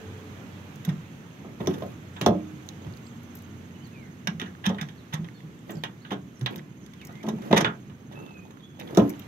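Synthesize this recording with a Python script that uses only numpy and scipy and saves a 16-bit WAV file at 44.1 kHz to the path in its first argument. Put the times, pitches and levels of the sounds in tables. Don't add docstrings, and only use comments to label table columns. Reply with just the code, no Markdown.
import sys
import numpy as np
from scipy import signal
from scipy.fft import rfft, irfft
from scipy.io import wavfile
from scipy.ndimage import uniform_filter1d

SR = 44100
rng = np.random.default_rng(int(sys.argv[2]) if len(sys.argv) > 2 else 0)


def decibels_to_gain(level_db):
    exponent = np.asarray(level_db, float) / 20
    return 10 ** exponent


def transcribe(u):
    v = np.clip(np.atleast_2d(u).T, -1, 1)
    q = np.round(v * 32767).astype(np.int16)
    wavfile.write(sys.argv[1], SR, q)


N = 408807

# start_s, peak_db, brightness_db, ring_hz, ring_time_factor
CLICKS = [(0.849, -33.5, -4, 3600, 0.85), (1.672, -25, 2, 5830, 0.38), (1.8227, -31.5, -16, 1300, .9),
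          (2.2128, -19, -6.5, 2240, 1.4), (2.262, -14, -4, 800, 0.83), (2.6882, -47, 13, 6500, .4),
          (4.2723, -16, -7.5, 5400, 0.63), (4.398, -21, -14, 2120, 0.91), (4.4152, -20.5, -19, 1610, 1.2),
          (4.664, -16.5, -6.5, 1590, .7), (4.7458, -32.5, -20, 1050, .9), (4.812, -22.5, -9.5, 2040, 1.15),
          (4.887, -37, -11, 3490, .9), (5.2445, -36, -16, 1330, .6), (5.8366, -19, -13.5, 2850, 1),
          (6.05, -34, -43, 1380, 1.1), (6.4113, -32.5, -8.5, 1360, 0.79), (6.461, -15, -19.5, 2880, 0.76),
          (6.559, -32, -14, 1000, 1.1), (6.8626, -47, 3, 3500, .6), (6.9357, -42.5, -4, 2100, .6),
          (7.014, -37, -11, 2500, 0.87), (7.1544, -42, -8, 3300, .8), (7.528, -11.5, -18, 2100, 1.2),
          (7.6457, -11.5, -27, 1380, 1.06), (8.507, -39, -25, 1030, 0.55), (8.6063, -44, -30, 1200, .9),
          (8.9479, -33.5, 0, 2061, .6), (8.972, -18, -4, 1390, 0.83), (9.1368, -36.5, -28, 1034, 1)]
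# start_s, peak_db, brightness_db, ring_hz
SLIDES = [(0.889, -33.5, -10, 2080), (1.603, -35.5, -22, 960), (1.7063, -36.5, -23, 1530),
          (1.738, -37.5, -9, 1530), (2.164, -34.5, -21, 1050), (2.8665, -45, -13, 1050),
          (4.4588, -37, -24, 1780), (4.641, -25.5, -27, 1800), (4.6554, -20.5, -17, 3580),
          (4.6933, -28.5, -17, 1040), (4.7837, -29.5, -40, 2050), (5.1269, -28, -24, 1030),
          (5.1368, -26, -4.5, 2100), (5.695, -34.5, -27, 1650), (6.1064, -29.5, -19, 1310),
          (6.117, -25.5, -20, 3300), (6.1278, -30.5, -19, 1350), (6.584, -40.5, -14, 1960),
          (7.23, -39, -10, 1004), (7.265, -37, -12, 1000), (7.286, -32, -4, 1130),
          (7.4186, -40.5, -9, 2200), (7.511, -26, -17, 920), (7.562, -19, -15, 1590),
          (7.5682, -10, -21, 2000), (7.575, -23, 2, 1630), (7.607, -22, -6.5, 1150),
          (7.895, -45.5, -26, 1030), (8.1212, -45, -9, 990), (8.797, -35.5, -10, 2280),
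          (8.9943, -28.5, -26, 1260)]
# pitch_hz, level_db, t60_s
LATCH_MODES = [(1066, -4, 0.067), (1593, -0.5, 0.06), (1850, -2.5, 0.046), (2000, -5.5, 0.078),
               (2300, -7, 0.1), (3353, -6.5, 0.026), (3490, -1, 0.047), (3700, -1, 0.03),
               (2874, -8.5, 0.061), (723, -13, 0.1), (5690, -5, 0.035), (6500, -22, 0.055)]
# pitch_hz, level_db (per Hz)
CRACK_COLOUR = [(500, -14), (900, -3), (1300, -5), (1800, -1), (2300, -7), (2800, -7), (3500, -1),
                (4300, -16), (5000, -13), (5700, -7), (9000, -26), (12500, -18), (16400, -24)]
# pitch_hz, t60_factor
TAIL_FACTOR = [(700, 2.27), (2000, 0.93), (5000, 0.69), (9000, 0.75), (16000, 0.15)]
TOP_DB, TOP_SLOPE = -8.5, 1
CLICK_T60, SLIDE_T60 = 0.09, 0.063
BRIGHT_DAMPING = 0.019
SNAP_SHORTER = 0.07

# start_s, peak_db, ring_hz, ring_time_factor, extra_hardness_db
KNOCKS = [(1.446, -30, 235, 1, -2.5), (1.601, -19.5, 142, 1, -1), (1.672, -11.5, 298, 0.57, -1.5),
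          (1.821, -19, 673, 0.64, -2), (2.211, -17.5, 165, 0.97, 1), (2.261, -1, 623, 0.79, -2),
          (2.817, -31.5, 170, 0.83, -1), (4.417, -24.5, 217, 0.88, -5), (4.699, -20, 280, 0.81, 2.5),
          (5.693, -28.5, 224, 1, 0.5), (5.836, -28.5, 154, 0.75, 1.5), (6.115, -17, 182, 0.71, 2),
          (6.549, -28.5, 156, 0.82, -1.5), (7.091, -32, 146, 0.98, -0.5), (7.238, -22, 199, 1, -1.5),
          (7.276, -16.5, 214, 1, -2.5), (7.286, -23, 890, 0.37, -.5), (7.511, -13, 698, 0.58, -1.5),
          (7.505, -14.5, 181, 1, -7), (7.528, 0.5, 443, 0.19, -.5), (7.565, -10, 174, 0.83, 2),
          (7.608, -13.5, 302, 0.4, 1), (7.645, -15.5, 120, 0.83, 3), (8.927, -25, 350, 1, -6),
          (8.973, 0, 297, 0.66, -1), (8.984, -8.5, 486, 0.67, -0.5), (7.546, -16, 350, 0.68, -1.5),
          (8.895, -31.5, 450, 0.52, -.5)]
# start_s, peak_db, ring_hz
THUDS = [(.874, -13.5, 162), (.886, -15.5, 157), (2.859, -24, 109), (4.278, -18.5, 165), (4.31, -27, 202),
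         (4.667, -12, 198), (4.812, -24.5, 149), (5.134, -20, 158), (5.189, -22, 160), (5.43, -30.5, 159),
         (5.748, -25, 149), (6.229, -37, 177), (6.41, -19.5, 126.5), (7.33, -20.5, 232),
         (8.065, -35.5, 146)]
# pitch_hz, level_db
SKIN_MODES = [(80, -13.5), (125, -9.5), (160, -5.5), (187, -3), (226, -2.5), (253, -19), (283, -2),
              (335, -7.5), (361, -6.5), (425, 0), (468, -7.5), (506, -11), (549, -7.5), (608, -7.5),
              (680, -4.5), (775, -7), (885, -12), (1050, -12), (1250, -15)]
# pitch_hz, t60_s
SKIN_T60 = [(80, 0.44), (250, 0.57), (500, 0.33), (1200, 0.3)]
# pitch_hz, level_db, t60_s
ROD = (309, -26, 1.11)
ROD_S = 2.262
HARD_DB, HARD_DB_PER_OCTAVE = -4.5, 3
THUD_HARD_DB, THUD_RING = -20, 0.64

# start_s, level_db
RUBS = [
    [(1.58, -54), (1.77, -54), (1.97, -66)],
    [(2.8, -66), (3.05, -72)],
    [(5.66, -60), (5.8, -57.5)],
    [(6.5, -53), (6.64, -75)],
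    [(7.0, -76), (7.2, -69), (7.35, -70), (7.52, -46.5)],
    [(8.09, -61.5), (8.3, -65.5), (8.64, -74)],
    [(8.78, -57.5), (8.92, -57), (9.05, -50.5), (9.2, -67)],
]
# pitch_hz, level_db (per Hz)
RUB_COLOUR = [(120, -9), (200, -4), (323, -1.5), (1180, -13.5), (2250, -25), (6550, -37.5), (8490, -40),
              (11600, -39), (13000, -31), (16500, -54)]
# start_s, peak_db, ring_hz
CREAKS = [(7.095, -40.5, 1290), (7.108, -43, 1090), (7.12, -52, 1400), (7.386, -39.5, 804),
          (8.01, -47.5, 800), (8.114, -39.5, 796), (8.135, -43, 700), (8.157, -42, 1300), (8.176, -37, 920),
          (8.19, -43, 1300), (8.2, -44, 800), (8.21, -49, 1200), (8.226, -43.5, 1000), (8.24, -49, 1200),
          (8.253, -49, 800), (8.264, -41, 1140), (8.276, -50, 1270), (8.292, -45, 1200),
          (8.307, -40.5, 900), (8.34, -54, 3560), (8.37, -46, 1396), (8.39, -51, 1100), (8.453, -43, 836),
          (8.469, -61, 3700), (8.54, -48.5, 1110), (8.571, -46.5, 1110), (8.598, -47, 1000),
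          (8.632, -51, 1100), (8.7, -53, 1390), (8.75, -52, 900), (8.773, -47, 860), (8.806, -42, 2330),
          (8.813, -40, 3300), (8.821, -38, 2190), (8.876, -43, 3330), (8.89, -43, 1890), (8.9, -43, 1300),
          (9.101, -39.5, 2300), (9.196, -44, 2890), (9.22, -46, 3300)]
HINGE_HZ, HINGE_DB, SLIP_T60 = 3300, -21.5, 0.018
LAG = 19

# start_s, peak_db, ring_hz
TICKS = [(0.7577, -42.5, 6440), (0.85, -34, 12600), (2.6633, -47, 6860), (2.968, -48, 6500),
         (3.2316, -51, 12500), (3.353, -35.5, 12500), (3.3694, -42, 12400), (3.3872, -45, 6415),
         (3.4216, -46, 12500), (3.8717, -48, 12000), (5.707, -38.5, 13760), (5.719, -41, 6200),
         (6.4294, -50, 5860), (6.5592, -35, 13100), (7.05, -37, 6600), (7.0705, -37.5, 5540),
         (7.1247, -48, 6300), (8.509, -50, 6700), (8.985, -36, 6700), (8.997, -42, 6500),
         (8.797, -40, 11800), (9.0946, -31, 12300), (9.102, -36, 6160), (9.194, -37, 13500)]
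# start_s, peak_db, ring_hz
TAPS = [(1.66, -42, 2100), (1.662, -48, 5900), (1.836, -49, 12500), (2.284, -41, 12000),
        (2.689, -39.5, 6300), (2.689, -36, 3800), (2.822, -46, 900), (2.848, -41, 800), (2.868, -42, 900),
        (2.925, -52, 6700), (2.938, -48, 4500), (2.972, -48, 4600), (3.067, -50, 4500), (4.55, -42, 1500),
        (4.692, -41, 5460), (4.83, -35, 1300), (5.287, -39.5, 1780), (5.405, -47, 1790), (5.59, -56, 7500),
        (5.755, -51, 5000), (5.77, -50, 4800), (7.675, -43, 1500), (7.7, -43, 1690), (6.58, -48, 5500),
        (4.786, -36, 1850), (5.715, -50, 7300), (6.394, -52, 9000), (6.403, -58, 8500), (6.53, -50, 2400),
        (6.542, -43, 2300), (6.594, -41, 2000), (7.545, -38, 5500), (7.58, -28, 5970), (7.662, -48, 7000),
        (8.572, -48, 1393), (8.793, -39, 604), (8.812, -39, 700), (8.96, -38, 1290)]

# start_s, pitch_hz, level_db
SONGS = [
    [(3.92, 2720, -68), (3.96, 2440, -55.5), (4.02, 2180, -64), (4.075, 1920, -57), (4.095, 1780, -66)],
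    [(6.975, 3450, -66), (6.995, 3200, -64), (7.012, 2800, -52.5), (7.03, 2250, -59), (7.05, 1980, -64),
     (7.09, 1880, -59), (7.13, 1940, -59), (7.145, 2110, -63), (7.195, 2070, -59), (7.225, 2510, -51)],
    [(8.135, 2600, -70), (8.17, 2626, -57), (8.245, 2680, -66), (8.3, 2630, -64), (8.4, 2480, -55),
     (8.43, 2465, -64), (8.46, 2690, -73)],
    [(8.605, 2980, -74), (8.63, 3300, -64), (8.646, 3454, -56), (8.68, 3370, -71), (8.74, 3390, -71),
     (8.795, 3470, -66)],
]
# start_s, length_s, first_pitch_hz, last_pitch_hz, level_db
BIRD_NOTES = [(2.125, .13, 8000, 6500, -64), (3.745, .025, 2950, 2980, -60), (3.8, .045, 2900, 3150, -61),
              (3.835, .04, 4750, 3950, -63), (4.45, .035, 6960, 5800, -64), (4.975, .035, 4540, 3500, -62),
              (5.34, .04, 4450, 4200, -66), (5.74, .06, 4800, 4400, -69), (6.005, .025, 3630, 4600, -66),
              (6.025, .07, 4600, 3300, -63), (8.64, .09, 3300, 3260, -72), (3.02, .06, 7600, 7500, -66),
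              (5.35, .04, 3600, 3500, -64), (5.71, .035, 7350, 7300, -64), (6.345, .035, 6600, 5600, -64),
              (6.8, .045, 6900, 5500, -65), (8.85, .04, 3450, 3430, -60), (4.815, .015, 6600, 5600, -58)]
FAR_DB = -8
FADE_DB = -9
# start_s, chirps_per_s, level_db
CRICKET = [
    (0.0, 15.4, -84),
    (2.0, 14.6, -81.5),
    (3.8, 14.6, -78),
    (5.0, 17.5, -86.5),
    (5.7, 13, -84),
    (7.5, 15.8, -80.5),
    (9.27, 15.6, -81),
]
CRICKET_HZ = 6480

# start_s, pitch_hz, level_db
ENGINES = [
    [(0, 95.8, -43), (.9, 93.9, -54.5), (1.2, 92.5, -56)],
    [(1.5, 94, -49), (2.9, 91.7, -52.5), (4.3, 91.2, -55), (5, 89, -58)],
    [(2.9, 232.8, -48), (3.35, 235.7, -51.5), (4.3, 245.7, -58)],
    [(0, 440, -52), (.3, 431, -53)],
]
# start_s, level_db
TRAFFIC = [(0, 4.5), (.7, 3), (1.3, 1), (2.6, 2), (3.5, 1), (4.2, -0.5), (5.0, -0.4), (5.6, -1.5),
           (6.8, -3), (7.5, 1.5), (7.9, -3), (8.7, -4.5), (9.27, 3.5)]
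# pitch_hz, level_db (per Hz)
AIR_COLOUR = [(30, -38), (50, -20), (80, -42), (120, 1), (200, -1), (400, -12), (630, -21), (1600, -23),
              (3300, -28.5), (5000, -39.5), (6300, -35), (8000, -44), (11000, -45.5), (12300, -42.5),
              (15700, -47), (16000, -71)]
# pitch_hz, likeness (-1 to 1)
LIKENESS = [(60, 0.67), (130, 0.97), (290, 0.88), (640, 0.35), (1410, -0.22), (3100, 0.088), (6820, 0.07),
            (15000, 0.0058)]
RUMBLE_SHARE, AIR_SHARE, FIZZ_SHARE = 0.28, 1.2, 0.87
# pitch_hz, left_minus_right_db
PORTS = [(60, 0.5), (200, -2.5), (500, 0.5), (1000, -5), (1900, -6), (3800, -6), (7500, -9.5), (10000, 2),
         (12500, 13), (16000, -1)]


def evened(x):
    return x / np.sqrt(np.mean(x ** 2) + 1e-20)


def topped(x):
    return x / (np.abs(x).max() + 1e-20)


def read(points, hz):
    f, value = np.transpose(points)
    return np.interp(np.log(hz + 1), np.log(f + 1), value)


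def add(mix, s, sound):
    part = mix[round(s * SR):][:len(sound)]
    part += sound[:len(part)]


def unroll(rows):
    s, *columns = np.transpose(rows)
    t = np.arange(s[0], s[-1], 1 / SR)
    return s[0], [np.interp(t, s, c) for c in columns]


def shaped(x, gain):
    return irfft(rfft(x) * gain(np.fft.rfftfreq(len(x), 1 / SR)), len(x))


def above(hz, edge_hz):
    return 1 / (1 + (edge_hz / (hz + 1)) ** 10)


def rings(modes, t, stretch, detune, scatter_db):
    hz, db, t60 = np.transpose(modes)[:, :, None]
    off, lift, phase = rng.standard_normal((3, len(modes), 1))
    level = decibels_to_gain(db + scatter_db * lift - 60 * t / (t60 * stretch))
    return level * np.sin(2 * np.pi * (hz * (1 + detune * off) * t + phase))


def echoes(length, density):
    k = np.arange(5 * length)
    taps = rng.standard_normal((2, len(k))) * np.exp(-k / length)
    taps = taps * (rng.random((2, len(k))) < density)
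    return taps / np.linalg.norm(taps, axis=1, keepdims=True)


def reflected(x, length, density):
    return signal.oaconvolve(x[None], echoes(length, density), axes=1)[:, :N]


def door():
    latch, skin = latch_parts() + rub() + slips(CREAKS), door_skin()
    treble_loss = lambda f: f / (f + 500) / (1 + (f / 5000) ** 2)
    scattered = reflected(shaped(latch + skin, treble_loss), 900, .05)
    latch = latch + decibels_to_gain(-3) * reflected(latch, 90, .2)
    direct = np.array([np.roll(latch[0], LAG) + np.roll(skin, 7), latch[1] + skin])
    return direct + decibels_to_gain(-1.0) * scattered


def latch_parts():
    x = np.zeros(N)
    for s, *row, stretch in CLICKS:
        add(x, s, click(*row, t60=CLICK_T60 * stretch, rise_s=0.00046,
                        crack_db=8.5, ring_db=-7, snap_db=3.5))
    for s, *row in SLIDES:
        add(x, s - .002, click(*row, t60=SLIDE_T60, rise_s=0.0052,
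                               crack_db=-21, ring_db=-17.5, snap_db=-30))
    return x


def click(db, bright_db, ring_hz, t60, rise_s, crack_db, ring_db, snap_db):
    t = np.arange(6400) / SR
    top_db = TOP_DB + TOP_SLOPE * bright_db
    t60 = t60 * (1 - BRIGHT_DAMPING * bright_db)

    hz, at = np.fft.rfftfreq(128, 1 / SR)[:, None], np.arange(202) * 32 / SR
    a, b = rng.standard_normal((202, 65, 2)).T
    decay = decibels_to_gain(-60 * at / (max(t60, .01) * read(TAIL_FACTOR, hz)))
    bump_db = 8 * np.exp(-(np.log((hz + 1) / ring_hz) / 0.068) ** 2)
    spectra = (a + 1j * b) * decibels_to_gain(bump_db) * decay
    rattle = signal.istft(spectra, nperseg=128, noverlap=96)[1][:len(t)]
    rattle = shaped(rattle, lambda f: decibels_to_gain(read(CRACK_COLOUR, f)))

    ringing = rings(LATCH_MODES, t, 0.98, 0.01, 2.6).sum(0)
    mode_hz, mode_db, mode_t60 = np.transpose(LATCH_MODES)[:, :, None]
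    snap = decibels_to_gain(mode_db - 60 * t / (mode_t60 * SNAP_SHORTER)) * np.sin(2 * np.pi * mode_hz * t)
    x = topped(rattle) + decibels_to_gain(ring_db) * topped(ringing) + decibels_to_gain(snap_db) * topped(snap.sum(0))

    envelope = np.minimum(t / rise_s, 1) * (1 + decibels_to_gain(crack_db) * np.exp(-t / 0.0015))
    envelope = envelope * np.minimum((t[-1] - t) / .02, 1)
    body = topped(envelope * shaped(x, lambda f: above(f, 390) - above(f, 4000)))
    bright = topped(envelope * shaped(x, lambda f: above(f, 3730) - above(f, 10300)))
    top = topped(envelope * shaped(x, lambda f: above(f, 8800)))
    return decibels_to_gain(db) * (body + decibels_to_gain(bright_db) * bright + decibels_to_gain(top_db) * top)


def door_skin():
    x = np.zeros(N)
    for s, db, hz, stretch, extra_db in KNOCKS:
        hard_db = min(HARD_DB + HARD_DB_PER_OCTAVE * np.log2(hz / 200) + extra_db, 0)
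        add(x, s, knock(db, hz, hard_db, stretch, spot_db=7.0, swing=1.57))
    for s, db, hz in THUDS:
        add(x, s, knock(db, hz, THUD_HARD_DB, THUD_RING, spot_db=12, swing=0.88))
    hz, db, t60 = ROD
    t = np.arange(SR) / SR
    add(x, ROD_S, decibels_to_gain(db - 60 * t / t60) * np.sin(2 * np.pi * hz * t))
    return signal.sosfilt(signal.butter(3, 82, "high", fs=SR, output="sos"), x)


def knock(db, ring_hz, hard_db, stretch, spot_db, swing):
    crowd_hz = rng.uniform(8, 37, 110) ** 2
    crowd = np.array([crowd_hz, read(SKIN_MODES, crowd_hz) - 3]).T
    hz, level_db = np.vstack([SKIN_MODES, crowd]).T
    t = np.arange(2400) * 8 / SR
    table = np.array([hz, level_db, read(SKIN_T60, hz)]).T
    modes = rings(table, t, np.clip(stretch, .1, 3), .012, 2.2)
    hz = hz[:, None]
    octave = np.log(hz / ring_hz)
    spot_gain_db = spot_db * np.exp(-(octave / 0.13) ** 2)
    modes = modes * decibels_to_gain(spot_gain_db + 1.02 * hard_db * np.clip(octave, 0, 1))
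    modes = modes * (1 + swing * np.exp(-t / 0.0064)) * np.minimum(t * hz / 1.5, 1)
    low = topped((modes * (hz < 380)).sum(0))
    high = topped((modes * (hz > 380)).sum(0))
    low_share = np.sqrt(max(1 - decibels_to_gain(hard_db) ** 2, .1))
    blow = topped(low * low_share + decibels_to_gain(hard_db) * high)
    return decibels_to_gain(db - 3) * signal.resample_poly(blow, 8, 1)


def rub():
    strength = decibels_to_gain(4 * np.minimum(rng.exponential(1, N), 2))
    catches = strength * (rng.random(N) < 60 / SR)
    grip = 1 + 1.36 * signal.lfilter([1], [1, -np.exp(-1 / (0.0017 * SR))], catches)
    hiss = shaped(grip * rng.standard_normal(N), lambda f: decibels_to_gain(read(RUB_COLOUR, f)) * above(f, 66))
    hiss = hiss / shaped(hiss, lambda f: above(f, 890) - above(f, 4000)).std()
    x = np.zeros(N)
    for rows in RUBS:
        s, (db,) = unroll(rows)
        stroke = hiss[round(s * SR):][:len(db)]
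        add(x, s, decibels_to_gain(db + 1.0) * stroke * signal.windows.tukey(len(db), .2))
    return x


def slips(events):
    x, t = np.zeros(N), np.arange(1600) / SR
    near = lambda f, centre_hz: 1 / (1 + (np.log((f + 1) / centre_hz) / 0.21) ** 2) ** 2
    for s, db, hz in events:
        puff = rng.standard_normal(len(t)) * decibels_to_gain(-60 * t / SLIP_T60)
        puff = shaped(puff, lambda f: near(f, hz) + decibels_to_gain(HINGE_DB) * near(f, HINGE_HZ))
        add(x, s, decibels_to_gain(db + 2.5) * np.linspace(1, 0, len(t)) ** 2 * topped(puff))
    return x


def fingers():
    ticks = np.zeros(N)
    for s, *row in TICKS:
        add(ticks, s, tick(*row))
    taps = slips(TAPS)
    left = ticks + decibels_to_gain(-1.0) * np.roll(taps, LAG)
    right = decibels_to_gain(-3.5) * np.roll(ticks, 6) + decibels_to_gain(2.5) * taps
    return np.array([left, right])


def tick(db, ring_hz):
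    t = np.arange(1500) / SR
    snap = rng.standard_normal(len(t)) * decibels_to_gain(-60 * t / 0.031)
    snap = shaped(snap, lambda f: above(f, 4100) * decibels_to_gain(read(CRACK_COLOUR, f) / 3))
    ring = 0.43 * decibels_to_gain(-60 * t / 0.039) * np.sin(2 * np.pi * ring_hz * t)
    return decibels_to_gain(db) * (topped(snap) + ring)


def bird_notes():
    return [[(s, first_hz, db + FAR_DB), (s + length, last_hz, db + FAR_DB - FADE_DB)]
            for s, length, first_hz, last_hz, db in BIRD_NOTES]


def whistles(tables, waver, smooth_s):
    x = np.zeros(N)
    for rows in tables:
        s, (hz, db) = unroll(rows)
        drift = uniform_filter1d(rng.standard_normal(len(hz)), round(smooth_s * SR))
        level = np.sqrt(2) * decibels_to_gain(db) * (1 + waver * evened(drift))
        tone = np.sin(2 * np.pi * np.cumsum(hz) / SR)
        add(x, s, level * tone * signal.windows.tukey(len(hz), .15))
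    return x


def cricket():
    s, (rate, db) = unroll(CRICKET)
    beat = (np.cumsum(rate) / SR + 0.33) % 1
    rough = evened(uniform_filter1d(rng.standard_normal(len(db)), 120))
    chirp = np.exp(-((beat - .5) / 0.25) ** 2) * (3.5 + 1.5 * rough)
    db = db + 1.5 * evened(uniform_filter1d(rng.standard_normal(len(db)), 9000))
    tone = np.sin(2 * np.pi * np.cumsum(CRICKET_HZ - 120 * (beat - .5)) / SR)
    x = np.zeros(N)
    add(x, s, decibels_to_gain(db + 4.5) * chirp * tone)
    return x


def air():
    frames, hz = N // 256 + 5, np.fft.rfftfreq(1024, 1 / SR)
    a, b, c, d, patches = rng.standard_normal((frames, 513, 5)).T
    patches = evened(uniform_filter1d(uniform_filter1d(patches, 8, 0), 12, 1))
    same = np.clip(read(LIKENESS, hz), -1, 1)[:, None]
    left = a + 1j * b
    right = same * left + np.sqrt(1 - same ** 2) * (c + 1j * d)
    spectra = np.array([left, right]) * decibels_to_gain(1.0 * patches)
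    traffic_db = np.interp(np.arange(frames) * 256 / SR, *np.transpose(TRAFFIC))
    low, high = 1 - above(hz, 420), above(hz, 7600)
    shares = np.array([low, 1 - low - high, high]).T
    change = decibels_to_gain(np.outer([RUMBLE_SHARE, AIR_SHARE, FIZZ_SHARE], traffic_db))
    field = decibels_to_gain(read(AIR_COLOUR, hz))[:, None] * (shares @ change)
    noise = signal.istft(spectra * field, nperseg=1024, noverlap=768)[1][:, :N]
    return decibels_to_gain(-44.5) * evened(noise)


def scene():
    bird, insect = whistles(bird_notes() + SONGS, 0.47, 0.004), cricket()
    far = np.array([np.roll(bird, -2) + np.roll(insect, 2), bird + insect])
    far = far + decibels_to_gain(-1.0) * reflected(bird, 1700, 0.12)
    engines = whistles(ENGINES, 0.2, 0.11)
    return door() + fingers() + far + engines + air()


def band_limit(x):
    return signal.sosfilt(signal.butter(12, 16650, fs=SR, output="sos"), x)


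def record(dry):
    left = shaped(dry[0], lambda f: decibels_to_gain(read(PORTS, f) / 2))
    right = shaped(dry[1], lambda f: decibels_to_gain(-read(PORTS, f) / 2))
    ceiling = 1.5
    rounded = ceiling * np.tanh(np.array([left, right]) / ceiling)
    lowpass = signal.firwin(255, 16500, fs=SR)
    mix = signal.oaconvolve(rounded, lowpass[None], "same")
    return band_limit(mix)


dry = scene()
out = record(dry)
transcribe(out)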